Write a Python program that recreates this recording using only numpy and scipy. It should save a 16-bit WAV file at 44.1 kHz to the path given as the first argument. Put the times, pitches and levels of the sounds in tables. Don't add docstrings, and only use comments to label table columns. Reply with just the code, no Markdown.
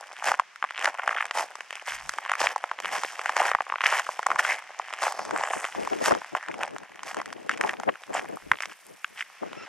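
import sys
import numpy as np
from scipy import signal
from scipy.fft import rfft, irfft, next_fast_len
from scipy.io import wavfile
from scipy.ndimage import uniform_filter1d

SR = 44100
rng = np.random.default_rng(int(sys.argv[2]) if len(sys.argv) > 2 else 0)


def digitize_waveform(pressure):
    field = np.atleast_2d(pressure).T
    bounded = np.clip(field, -1, 1)
    quanta = np.round(bounded * 32767).astype(np.int16)
    wavfile.write(sys.argv[1], SR, quanta)


N = 426888

# start in seconds, hold in seconds, crunch in dB,
# ice hardness in dB (more is brighter), crystal fizz in dB.
FOOTFALLS = [(0.267, 0.026, -25.5, 1.5, -33), (0.828, 0.05, -27.5, 1.5, -41.5),
             (1.368, 0.038, -27.5, -1, -34), (1.878, 0.069, -36, 23, -40), (2.403, 0.049, -30.5, 5, -34.5),
             (2.933, 0.027, -28, 0.5, -35), (3.385, 0.095, -26.5, 3, -37), (3.849, 0.14, -28.5, 9.5, -36.5),
             (4.442, 0.094, -32, 4.5, -38), (5.026, 0.054, -31.5, 2, -35.5), (5.343, 0.27, -33, 1, -50.5),
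             (6.052, 0.028, -28.5, 5, -29.5), (6.606, 0.021, -30.5, -4, -49.5),
             (7.069, 0.041, -41, 9.5, -43.5), (7.63, 0.075, -38, 2, -48), (8.146, 0.031, -33.5, 3, -42.5),
             (8.626, 0.013, -41.5, 16, -48), (9.178, 0.035, -43, 40, -50)]
# middle in seconds, half length in seconds, crunch in dB,
# ice hardness in dB, crystal fizz in dB.
SCUFFS = [(0.211, 0.038, -46, 19, -53.5), (0.783, 0.075, -42.5, 34, -61.5), (1.125, 0.093, -32, 5, -52),
          (1.773, 0.03, -43, 25, -56), (2.094, 0.095, -50.5, 16, -49.5), (2.302, 0.069, -38, 11.5, -56.5),
          (2.508, 0.014, -33, 4, -42.5), (2.872, 0.032, -37, 17, -47.5), (3.05, 0.08, -44.5, 16, -42.5),
          (3.31, 0.12, -38, 5, -46.5), (3.972, 0.026, -47, -1, -48), (4.1, 0.067, -47.5, 9, -46.5),
          (4.328, 0.041, -37, -5.5, -49.5), (4.399, 0.0081, -22, 7.5, -29.5), (4.956, 0.12, -43, 9, -56.5),
          (5.2, 0.12, -41.5, -11, -50.5), (5.652, 0.022, -39, 8.5, -47), (5.933, 0.22, -44, 14, -47),
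          (6.369, 0.007, -29.5, 2, -43.5), (6.488, 0.0083, -42.5, 0, -57), (7.185, 0.012, -32, -1, -50.5),
          (7.53, 0.024, -42, 24, -52), (8.714, 0.021, -49, 28, -54)]
# time in seconds, crunch in dB, crystal fizz in dB.
RUSTLE = [(0, -49, -57), (.52, -60, -67.5), (0.798, -50, -58), (1.6, -52.5, -54.5), (2.7, -43.5, -56.5),
          (4.7, -48, -59), (6.1, -52, -56), (6.9, -49, -65), (8.902, -62.5, -55), (9.68, -44, -62)]
# frequency in Hz, level in dB.
CRUNCH_COLOUR = [(120, -75.5), (200, -15), (400, -9.5), (520, -5), (750, 2.5), (1000, -0.5), (1400, -5.5),
                 (1700, -3), (2300, -7.5), (3200, -11.5), (3900, -25.5), (6000, -16), (12000, -100)]
FIZZ_COLOUR = [(2000, -21), (3300, -1.5), (4100, -4.5), (5300, 3), (6500, 1), (8300, -1), (10000, -6.5),
               (12000, -12.5), (14000, -30), (16000, -80)]
# time in seconds, level in dB, pitch in Hz,
# width of the ring in octaves (3 at most is used), bright snap in dB.
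CRACKS = [(0.2426, -28, 990, 1.8, -32), (0.2734, -23, 990, 0.79, -58), (0.3179, -15.5, 1000, 0.95, -32.5),
          (0.3415, -24, 1060, 1.15, -43), (0.3913, -29.5, 990, 0.97, -49), (0.3976, -13, 1120, 0.92, -35),
          (0.5596, -38, 1710, 0.74, -49.5), (0.6266, -21, 1280, 1.13, -49.5),
          (0.6411, -21, 1093, 1.16, -47), (0.6477, -27.5, 1110, 1.24, -59), (0.708, -29.5, 1380, 1.4, -48),
          (0.778, -27, 2140, 2.5, -47), (0.7929, -31, 1110, 2.9, -38), (0.8453, -19, 1120, 1.6, -31),
          (0.857, -17, 1720, 0.84, -28.5), (0.8772, -21, 1050, 1.12, -66), (0.9503, -35.0, 910, 1, -63),
          (0.9868, -32, 1030, 1.5, -65), (0.996, -24.5, 1200, 0.73, -57), (1.0777, -16, 1170, 1.03, -37),
          (1.1104, -24.5, 1150, 0.87, -49), (1.1286, -27, 1430, 0.61, -52), (1.172, -23.5, 1390, 0.66, -73),
          (1.1846, -25, 1550, 0.75, -56), (1.2083, -20.5, 1630, 0.92, -52), (1.2254, -24, 1610, 1.1, -47),
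          (1.2547, -28.5, 1260, 2.2, -43), (1.3106, -24, 1260, 2.2, -40), (1.555, -33.5, 1000, 1.5, -40),
          (1.607, -30.5, 1350, 1.8, -42), (1.7071, -31, 1430, 2.1, -43), (1.7276, -32, 1310, 2.1, -43),
          (1.7552, -38, 1480, 3.8, -42.5), (1.8803, -28, 940, 1.25, -53), (2.0937, -24.5, 1320, 1.06, -26),
          (2.1375, -32.5, 940, 2.2, -42), (2.1856, -23.5, 1130, 1.04, -40.5), (2.2618, -30, 1190, 1.4, -49),
          (2.2959, -23, 1250, 1.2, -41), (2.3173, -18.5, 1170, 1.17, -36.5), (2.3368, -22, 1350, 1.1, -40),
          (2.3539, -26.5, 1490, 0.84, -39), (2.405, -23.5, 1030, 0.91, -29), (2.4156, -19.5, 840, 2.7, -30),
          (2.4416, -21, 780, 0.8, -44), (2.4599, -25.5, 840, 2.2, -36), (2.4705, -16.5, 1790, 1.7, -40),
          (2.5615, -19.5, 846, 0.84, -37), (2.6404, -21.5, 1140, 1.24, -47), (2.7149, -22.5, 970, 1.2, -48),
          (2.7884, -31, 1270, 2.6, -57), (2.8018, -30.5, 1095, 2.4, -38.5), (2.8465, -28.5, 1080, 1.5, -48),
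          (2.857, -25, 1430, 2.3, -40.5), (3.0355, -22.5, 970, 1.43, -32.5), (3.0478, -25, 1080, 2.6, -56),
          (3.1935, -26, 1080, 1.9, -40), (3.2592, -21, 1140, 1.6, -38), (3.2945, -18.5, 1120, 1.36, -35),
          (3.3669, -17.5, 1040, 1.6, -29), (3.4032, -15.5, 750, 0.49, -42), (3.4195, -18, 920, 0.87, -40),
          (3.4551, -25, 1000, 1.7, -45), (3.5159, -18, 1130, 1.5, -38), (3.5348, -29, 1580, 0.92, -55),
          (3.5501, -14, 1050, 0.99, -42), (3.5876, -29, 1020, 0.62, -64), (3.6067, -19.5, 1060, 1.13, -62),
          (3.667, -34.5, 1015, 0.95, -62.5), (3.6998, -27, 1170, 1.6, -66), (3.7232, -21, 1020, 1.13, -55),
          (3.74, -25, 1000, 0.67, -60), (3.758, -25, 1250, 1.4, -65), (3.784, -32, 1540, 1.3, -63),
          (3.808, -21.5, 1430, 1.5, -58), (3.8164, -25, 1810, 1.4, -44), (3.839, -19.5, 1220, 1.9, -56),
          (3.86, -13.5, 2010, 0.78, -59), (3.8668, -19, 1930, 0.83, -27.5), (3.926, -18, 1040, 1.03, -39),
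          (3.9386, -22, 1290, 1.03, -53), (3.9966, -23, 1440, 0.86, -33), (4.0674, -30, 1080, 0.7, -58),
          (4.091, -22, 820, 0.74, -44.5), (4.193, -21.5, 920, 1.17, -39.5), (4.23, -29, 1030, 1.4, -44.5),
          (4.2633, -22.5, 1120, 1.04, -45), (4.267, -16, 1050, 0.98, -28.5), (4.304, -20, 1030, 1.2, -46),
          (4.316, -17.5, 1270, 0.74, -43), (4.36, -22, 1210, 0.84, -46), (4.3934, -16, 1530, 0.65, -47),
          (4.4501, -19.5, 1470, 1.1, -37), (4.7978, -23, 870, 1, -52), (4.9275, -32, 1160, 1.9, -45),
          (4.9373, -28.5, 1200, 2.2, -40.5), (5.022, -25.5, 900, 1.17, -37),
          (5.0307, -24.5, 985, 1.5, -30.5), (5.0367, -21.5, 980, 1, -31), (5.0689, -19.0, 800, 0.78, -51),
          (5.0813, -23, 980, 1.2, -58), (5.193, -23.5, 910, 1.36, -42), (5.2518, -33.5, 1046, 1.27, -39),
          (5.3097, -24.5, 1090, 0.97, -39), (5.3623, -23, 1230, 0.91, -39.5), (5.3961, -29, 1020, 1.5, -45),
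          (5.4114, -24.5, 840, 0.85, -41), (5.437, -20.5, 1030, 1.55, -35), (5.536, -20.5, 1040, 1.1, -44),
          (5.6437, -25.5, 1030, 2.1, -44), (5.6511, -25.5, 1360, 1.85, -40), (5.75, -30.5, 872, 0.53, -48),
          (5.8745, -23.5, 860, 1, -41), (6.0593, -21, 1250, 0.99, -25), (6.0825, -19, 870, 1.5, -64),
          (6.1104, -19, 860, 1.25, -41), (6.121, -21, 1003, 0.88, -35), (6.1508, -26, 960, 0.94, -39),
          (6.2179, -32, 1000, 0.97, -59), (6.351, -18.5, 974, 1, -42.5), (6.4282, -35.5, 1470, 1, -47),
          (6.4852, -31, 1460, 1.1, -48), (6.5142, -33.5, 1805, 0.66, -54), (6.542, -32, 1288, 1.4, -49),
          (6.633, -22.5, 1716, 1.8, -36.5), (6.7637, -31.5, 1044, 1.3, -53),
          (6.9931, -36.5, 1560, 2.1, -60), (7.033, -33, 1150, 1.14, -39.5), (7.1454, -31, 960, 1.15, -39.5),
          (7.169, -29, 840, 1.92, -42), (7.2017, -29, 1088, 1.24, -51), (7.2168, -29.5, 1120, 0.58, -43),
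          (7.2586, -35, 1640, 0.98, -43), (7.3282, -32.5, 1100, 1.4, -40.5),
          (7.4946, -17.5, 1460, 0.73, -31.5), (7.5137, -28, 1160, 1.8, -40.5),
          (7.5748, -34.5, 1584, 1.8, -42), (7.6115, -19, 1400, 1.26, -37), (7.638, -24, 990, 2, -54),
          (7.648, -22.5, 701, 0.72, -56), (7.6937, -22, 1897, 0.83, -37), (7.7388, -32, 1197, 1.33, -63.5),
          (7.8, -29.5, 960, 0.71, -39), (7.8343, -28.5, 1080, 1.56, -43), (7.89, -21.5, 944, 1.7, -61),
          (7.8947, -26, 1180, 1.38, -63), (7.9562, -37.5, 1310, 1.3, -63), (8.0361, -37.5, 1700, 2.3, -51),
          (8.151, -21, 766, 0.8, -46), (8.1944, -27, 1510, 1.6, -55), (8.3714, -34, 987, 0.8, -49),
          (8.5164, -11, 1280, 1.15, -34), (8.5348, -31, 1450, 0.98, -56), (8.543, -39, 1310, 1.3, -57),
          (8.556, -37, 1800, 3.3, -65), (8.572, -40.5, 1996, 3, -59), (8.587, -36, 1720, 3.6, -59),
          (8.6053, -27.5, 1330, 1.8, -37.5), (8.623, -32, 1750, 0.74, -39), (8.635, -27.5, 1730, 0.79, -55),
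          (8.6563, -31, 1390, 3.2, -39), (9.0454, -25.5, 1360, 0.59, -49), (9.045, -26.5, 2770, 0.64, -49),
          (9.2079, -26, 2000, 0.92, -41), (9.2245, -30.5, 1904, 0.51, -51), (9.4334, -34, 750, 1.23, -68),
          (9.531, -34.5, 1106, 2.9, -48)]
# time in seconds, tick gain in dB.
LOOSE_GRAINS = [(0.3, 0), (0.5, -18), (0.9, -7.5), (4.7, -5), (6.8, -6.5), (8.2, -3.5), (8.8, -17)]
# middle in seconds, half length in seconds, pitch in Hz,
# width in octaves, level in dB.
SLIDES = [(4.51, 0.02, 2000, 0.51, -25.5), (4.585, 0.012, 2130, 0.22, -42),
          (5.208, 0.058, 5150, 0.44, -48.5), (5.428, 0.055, 7400, 0.24, -47),
          (5.572, 0.073, 7540, 0.63, -43.5), (6.453, 0.037, 1774, 0.33, -44.5),
          (8.144, 0.0032, 7370, 0.13, -32)]
# start in seconds, hold in seconds, level in dB.
GUSTS = [(0.273, 0.034, -46.5), (2.842, 0.15, -50.5), (4.318, 0.03, -47), (5.199, 0.2, -43),
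         (5.763, 0.42, -38.5), (6.499, 0.32, -47), (6.914, 0.24, -57.5), (7.16, 0.23, -46.5),
         (7.396, 0.52, -44), (8.098, 0.25, -43.5), (8.437, 0.099, -44), (8.685, 0.018, -48.5),
         (8.876, 0.046, -45.5), (9.122, .01, -50.5), (9.441, 0.021, -41.5), (9.527, 0.11, -45.5)]
# time in seconds, level in dB.
PUFFS = [(5.338, -26.5), (5.571, -33), (5.792, -29), (5.829, -30.5), (5.928, -21.5), (6.019, -22.5),
         (6.085, -22.5), (6.121, -15), (6.337, -36), (6.499, -29), (7.18, -32), (7.606, -29),
         (7.652, -21.5), (7.887, -18), (8.108, -31.5), (8.298, -34), (9.433, -29)]
# frequency in Hz, level in dB.
WIND_COLOUR = [(25, -35), (60, -35), (110, -11), (200, 0.5), (330, 5), (520, 5), (750, 2), (1100, -9),
               (2000, -22), (6000, -88)]
# middle in seconds, level in dB, half length in seconds.
LOW_THUDS = [(0.3, -66, 0.02), (1.952, -57, 0.034), (2.065, -55, 0.03), (2.448, -56, 0.027),
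             (3.553, -50, 0.0067), (5.852, -61, 0.06), (6.127, -46, 0.01), (8.48, -57, 0.045),
             (8.52, -44, 0.005)]
# time in seconds, pitch in Hz, level in dB.
SQUAWK = [(9.55, 1260, -75), (9.57, 1310, -51), (9.6, 1375, -48), (9.613, 1260, -47), (9.632, 1390, -43.5),
          (9.648, 1260, -48), (9.665, 1000, -70)]
# level in dB, lowest harmonic first.
SQUAWK_HARMONICS_DB = [0, -1.5, -15, -6, -21]
# time in seconds, hush in dB, thin high crackle in dB.
HUSH_LEVELS = [(0, -54, -84), (6.2, -50, -75), (6.8, -56.5, -74.5), (8.3, -54, -66), (8.9, -57, -61.5),
               (9.35, -52.5, -67), (9.68, -49, -76.5)]
# frequency in Hz, level in dB.
HUSH_COLOUR = [(30, -14), (130, -36), (300, -22), (550, -9), (1060, 0), (2200, 3), (3100, -3.5),
               (4100, -11.5), (5500, -8), (8000, -15.5), (11500, -22), (14000, -24), (16000, -64)]
# frequency in Hz, likeness (1 same, -1 or less opposite).
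HUSH_LIKENESS = [(100, -0.49), (600, 0.74), (2500, 0.99), (6000, 0.21), (12000, -1.3)]
# time in seconds, level in dB.
PINPRICKS = [(8.288, -29), (8.359, -27), (8.867, -26)]

LOAD_DB_PER_S, UNLOAD_DB_PER_S = 541, 346
BASE_GRAINS_PER_S = 1900
CRACK_LEAD_S, LEAD_DB = 0.004, -12.5
CRACK_RUN_S, RUN_ON_DB = 0.00418, -17
OVERTONE_RATIO, OVERTONE_DB = 1.69, -15.5
TICK_DB, TICK_FOLLOWS, TICK_LINGER_S = -41, 0.42, 0.023
GUST_DB_PER_S, GUST_FLUTTER_DB, CALM_DB = 511, 5, -74
PORT_LAG_S = 2.5e-5


def crunch(crunch_db, hardness_db, fizz_db):
    density = np.clip(from_db(1.2 * (fizz_db - crunch_db + 11)), .3, 1.6)
    density *= from_db(.5 * np.minimum(crunch_db + 34.5, 0))
    clicks = fractures(per_s=BASE_GRAINS_PER_S * density, spread_db=4.5 + 0.0017 * (crunch_db + 16))
    body = from_db(crunch_db + 0.33) * evened(chips(clicks, hardness_db, octaves=1.27), window_s=0.16)
    fizz = from_db(fizz_db - 1.67) * evened(splinters(clicks ** 2, scatter=0.35), window_s=0.1)
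    top_treble = band(fizz, hz=16600, octaves=1.0) * np.clip((fizz_db + 73.0) / 14, 0, 1)
    return at_ports(body) + fizz + top_treble


def tread():
    t = np.arange(0, N / SR, .001)
    times, rustle_db, rustle_fizz_db = np.transpose(RUSTLE)
    # weight, crunch in dB, hardness in dB, fizz in dB.
    contacts = [(0.56, np.interp(t, times, rustle_db), 4, np.interp(t, times, rustle_fizz_db))]
    for start, hold, *ice in FOOTFALLS:
        contacts.append((from_db(held(t, start, hold, LOAD_DB_PER_S, UNLOAD_DB_PER_S)), *ice))
    contacts += [(hump(t, middle, half_length), *ice) for middle, half_length, *ice in SCUFFS]
    power = hardness = fizz = 0
    for weight, crunch_db, hardness_db, fizz_db in contacts:
        share = (weight * from_db(crunch_db)) ** 2
        power += share
        hardness += share * hardness_db
        fizz += (weight * from_db(fizz_db)) ** 2
    return in_time(np.transpose([t, 10 * np.log10(power), hardness / power, 10 * np.log10(fizz)]))


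def fractures(per_s, spread_db):
    sizes = from_db(spread_db * np.minimum(rng.exponential(1, N), 3))
    return (rng.random(N) < per_s / SR) * sizes * rng.choice([-1, 1], N)


def chips(clicks, hardness_db, octaves, count=12):
    piece_of_click = rng.integers(0, count, N)
    run = signal.windows.hann(int(.002 * SR))
    snaps = np.zeros(N)
    for piece, hz in enumerate(np.geomspace(540, 2700, count)):
        push = np.convolve(clicks * (piece_of_click == piece), run, "same") * rng.standard_normal(N)
        highness = np.clip(np.log2(hz / 1400), -.6, .6)
        snaps += band(push, hz, octaves) * from_db(hardness_db * highness)
    return coloured(snaps, CRUNCH_COLOUR)[0]


def splinters(power, scatter):
    envelope = np.sqrt(lingering(power + 1e-18, fade_s=.0005))
    spray = at_ports(envelope * rng.standard_normal(N)) + scatter * envelope * rng.standard_normal((2, N))
    treble = cut(spray, "high", hz=7000, order=1)
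    tilt = from_db(3.5 * drift(80))
    spray = treble * tilt + (spray - treble) / tilt
    balance = from_db([[-.7], [.7]])
    return unit_power(coloured(spray, FIZZ_COLOUR)) * np.sqrt(power.mean()) * balance


def cracks(crunch_db, size=1024):
    body, snap_power = np.zeros(N + size), np.zeros(N)
    centre, span = size // 2, .006 * SR
    blow = np.arange(size) == centre
    after_s = np.maximum(np.arange(size) - centre, 0) / SR
    tail = from_db(-17) * np.exp(-after_s / 0.0012) * (1 - np.exp(-after_s / 0.0006))
    jump_gains = from_db(np.repeat([LEAD_DB, RUN_ON_DB], [2, 3]))
    noises = rng.standard_normal((len(CRACKS), size))
    jumps = rng.uniform(.2, 1, (len(CRACKS), 5))
    detunes = rng.uniform(.85, 1.15, len(CRACKS))
    for (at_s, level_db, hz, octaves, snap_db), noise, jump, detune in zip(CRACKS, noises, jumps, detunes):
        at = int(at_s * SR)
        lead_s = CRACK_LEAD_S * np.clip(from_db(crunch_db[at] + 31), 0.25, 1)
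        reach_s = np.repeat([-lead_s, CRACK_RUN_S], [2, 3])
        push = blow + noise * tail
        push[centre + (jump * reach_s * SR).astype(int)] += jump_gains
        overtone = band(push, hz * OVERTONE_RATIO * detune, octaves=0.14)
        ring = band(push, hz, octaves) + from_db(OVERTONE_DB) * overtone
        start = at - np.argmax(np.abs(signal.hilbert(band(blow, hz, octaves))))
        body[start:start + size] += from_db(level_db) * ring * np.sqrt(span / np.sum(ring ** 2))
        snap_power[start:start + size] += span * from_db(snap_db) ** 2 * push ** 2 / np.sum(push ** 2)
    body = cut(body[:N], "high", hz=420, order=2)
    body = cut(body, "low", hz=3300, order=5)
    snap = cut(splinters(snap_power, scatter=0.74), "low", hz=7800, order=1)
    return from_db(-0.5) * at_ports(body) + snap


def loose_ticks(crunch_db, hardness_db):
    load_db = 10 * np.log10(lingering(from_db(crunch_db) ** 2, TICK_LINGER_S))
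    tick_db = TICK_DB + TICK_FOLLOWS * (load_db - load_db.mean()) + in_time(LOOSE_GRAINS)[0]
    clicks = evened(fractures(per_s=130, spread_db=4.5), window_s=.07) * from_db(tick_db)
    body = unit_power(chips(clicks, .5 * hardness_db, octaves=1.6, count=9)) * np.std(clicks)
    brittle = clicks * from_db(7 * np.clip(rng.standard_normal(N), -2, 2))
    return at_ports(body) + from_db(-17.5) * splinters(brittle ** 2, scatter=0.36)


def slides():
    t, singing = np.arange(N) / SR, np.zeros(N)
    for middle, half_length, hz, octaves, level_db in SLIDES:
        ring = unit_power(band(fractures(per_s=660, spread_db=2.5), hz, octaves))
        singing += from_db(level_db) * ring * hump(t, middle, half_length)
    return at_ports(singing)


def body_echo(boots):
    t = np.arange(SR // 25) / SR
    echo = rng.standard_normal((2, len(t))) * np.exp(-t / 0.005) * (t > .0005)
    echo /= np.linalg.norm(echo, axis=1, keepdims=True)
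    return from_db(-21) * signal.oaconvolve(boots, echo, axes=1)[:, :N]


def wind():
    t = np.arange(N) / SR
    power = from_db(CALM_DB) ** 2
    for start, hold, level_db in GUSTS:
        fade_db = np.maximum(held(t, start, hold, GUST_DB_PER_S, GUST_DB_PER_S), -80)
        power += from_db(level_db + fade_db) ** 2
    power *= from_db(GUST_FLUTTER_DB * np.minimum(drift(22.1), 1.8)) ** 2
    for middle, level_db in PUFFS:
        power += from_db(level_db) ** 2 * hump(t, middle, half_length=0.0066)
    speed = from_db(0.14 * (10 * np.log10(power + 1e-5) + 31))
    position = np.cumsum(speed) % N
    noises = coloured(rng.standard_normal((3, N)), WIND_COLOUR)
    swirls = np.array([np.interp(position, np.arange(N), noise) for noise in noises])
    pressure = swirls[0] * np.array([[1.28], [-.78]]) + 0.32 * swirls[1:]
    return np.sqrt(power) * evened(pressure, window_s=0.2)


def low_thuds():
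    t = np.arange(N) / SR
    swell = sum(from_db(db) * hump(t, middle, half_length) for middle, db, half_length in LOW_THUDS)
    return swell * unit_power(band(rng.standard_normal((2, N)), hz=55, octaves=2.7))


def squawk():
    hz, level_db = in_time(SQUAWK)
    phase = 2 * np.pi * np.cumsum(hz * (1 + .007 * drift(400))) / SR + .1 * drift(250)
    tone = sum(from_db(db + 3 * drift(150)) * np.sin(harmonic * phase)
               for harmonic, db in enumerate(SQUAWK_HARMONICS_DB, 1))
    started = np.arange(N) > SQUAWK[0][0] * SR
    return at_ports(unit_power(tone) * from_db(level_db) * started)


def hush():
    hush_db, crackle_db = in_time(HUSH_LEVELS)
    alike = np.clip(at_hz(HUSH_LIKENESS, np.arange(N // 2 + 1) * SR / N), -1, 1)
    shared, opposite = irfft(rfft(rng.standard_normal((2, N))) * np.sqrt([1 + alike, 1 - alike]), N)
    air = from_db(hush_db) * unit_power(coloured([shared + opposite, shared - opposite], HUSH_COLOUR))
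    clicks = fractures(per_s=2700, spread_db=6.5)
    crackle = from_db(crackle_db) * unit_power(band(clicks, hz=9900, octaves=0.73))
    pricks = np.zeros(N)
    for at_s, level_db in PINPRICKS:
        pricks[int(at_s * SR)] = from_db(level_db)
    bright_click_peak = np.abs(band(np.arange(SR) == 0, hz=11380, octaves=0.88)).max()
    crackle += band(pricks, hz=9400, octaves=0.74) / bright_click_peak
    return air + at_ports(crackle)


def at_ports(x):
    size = next_fast_len(N + 64)
    delay = np.exp(-2j * np.pi * np.arange(size // 2 + 1) * PORT_LAG_S * SR / size)
    return np.array([x, irfft(rfft(x, size) * delay, size)[:N]])


def from_db(db):
    return 10 ** (np.asarray(db) / 20)


def unit_power(x):
    return x / np.sqrt(np.mean(x ** 2) + 1e-20)


def evened(x, window_s):
    width = int(window_s * SR)
    power = np.mean(np.atleast_2d(x) ** 2, axis=0)
    power = uniform_filter1d(uniform_filter1d(power, width), width)
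    return x / np.sqrt(np.abs(power) + 1e-3 * power.mean())


def held(t, start, hold, rise_db_per_s, fall_db_per_s):
    return -rise_db_per_s * np.maximum(start - t, 0) - fall_db_per_s * np.maximum(t - start - hold, 0)


def hump(t, middle, half_length):
    return np.exp(-.5 * ((t - middle) / half_length) ** 2)


def lingering(power, fade_s):
    kept = np.exp(-1 / (fade_s * SR))
    return signal.lfilter([1 - kept], [1, -kept], power)


def drift(hz):
    kept = np.exp(-40 * np.pi * hz / SR)
    slow = signal.lfilter([1], [1, -2 * kept, kept * kept], rng.standard_normal(N // 20 + 2002))[2000:]
    return np.interp(np.arange(N) / 20, np.arange(len(slow)), unit_power(slow))


def in_time(rows):
    times, *columns = np.transpose(rows)
    return [np.interp(np.arange(N) / SR, times, column) for column in columns]


def at_hz(rows, hz):
    row_hz, values = np.transpose(rows)
    return np.interp(np.log(hz + 1e-3), np.log(row_hz), values)


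def coloured(x, colour, size=4096):
    cepstrum = irfft(np.log(from_db(at_hz(colour, np.arange(size // 2 + 1) * SR / size))))
    cepstrum[1:size // 2] *= 2
    cepstrum[size // 2 + 1:] = 0
    response = irfft(np.exp(rfft(cepstrum)))[:size // 2]
    return signal.oaconvolve(np.atleast_2d(x), response[None] / np.linalg.norm(response), axes=1)[:, :N]


def band(x, hz, octaves):
    half = 2 ** (min(octaves, 3) / 2)
    return cut(x + 1e-18, "band", hz=[hz / half, min(hz * half, .45 * SR)], order=2)


def cut(x, keep, hz, order):
    return signal.sosfilt(signal.butter(order, hz, keep, fs=SR, output="sos"), x)


def scene():
    crunch_db, hardness_db, fizz_db = tread()
    boots = crunch(crunch_db, hardness_db, fizz_db) + loose_ticks(crunch_db, hardness_db)
    boots += cracks(crunch_db) + slides()
    return boots + body_echo(boots) + wind() + low_thuds() + hush() + squawk()


def record(dry):
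    thump = from_db(-28.0) * band(dry ** 2, hz=160, octaves=3)
    treble_cut = signal.ellip(10, .1, 80, 15800, fs=SR, output="sos")
    return signal.sosfilt(treble_cut, np.clip(dry + thump, -1, 1))


dry = scene()
out = record(dry)
digitize_waveform(out)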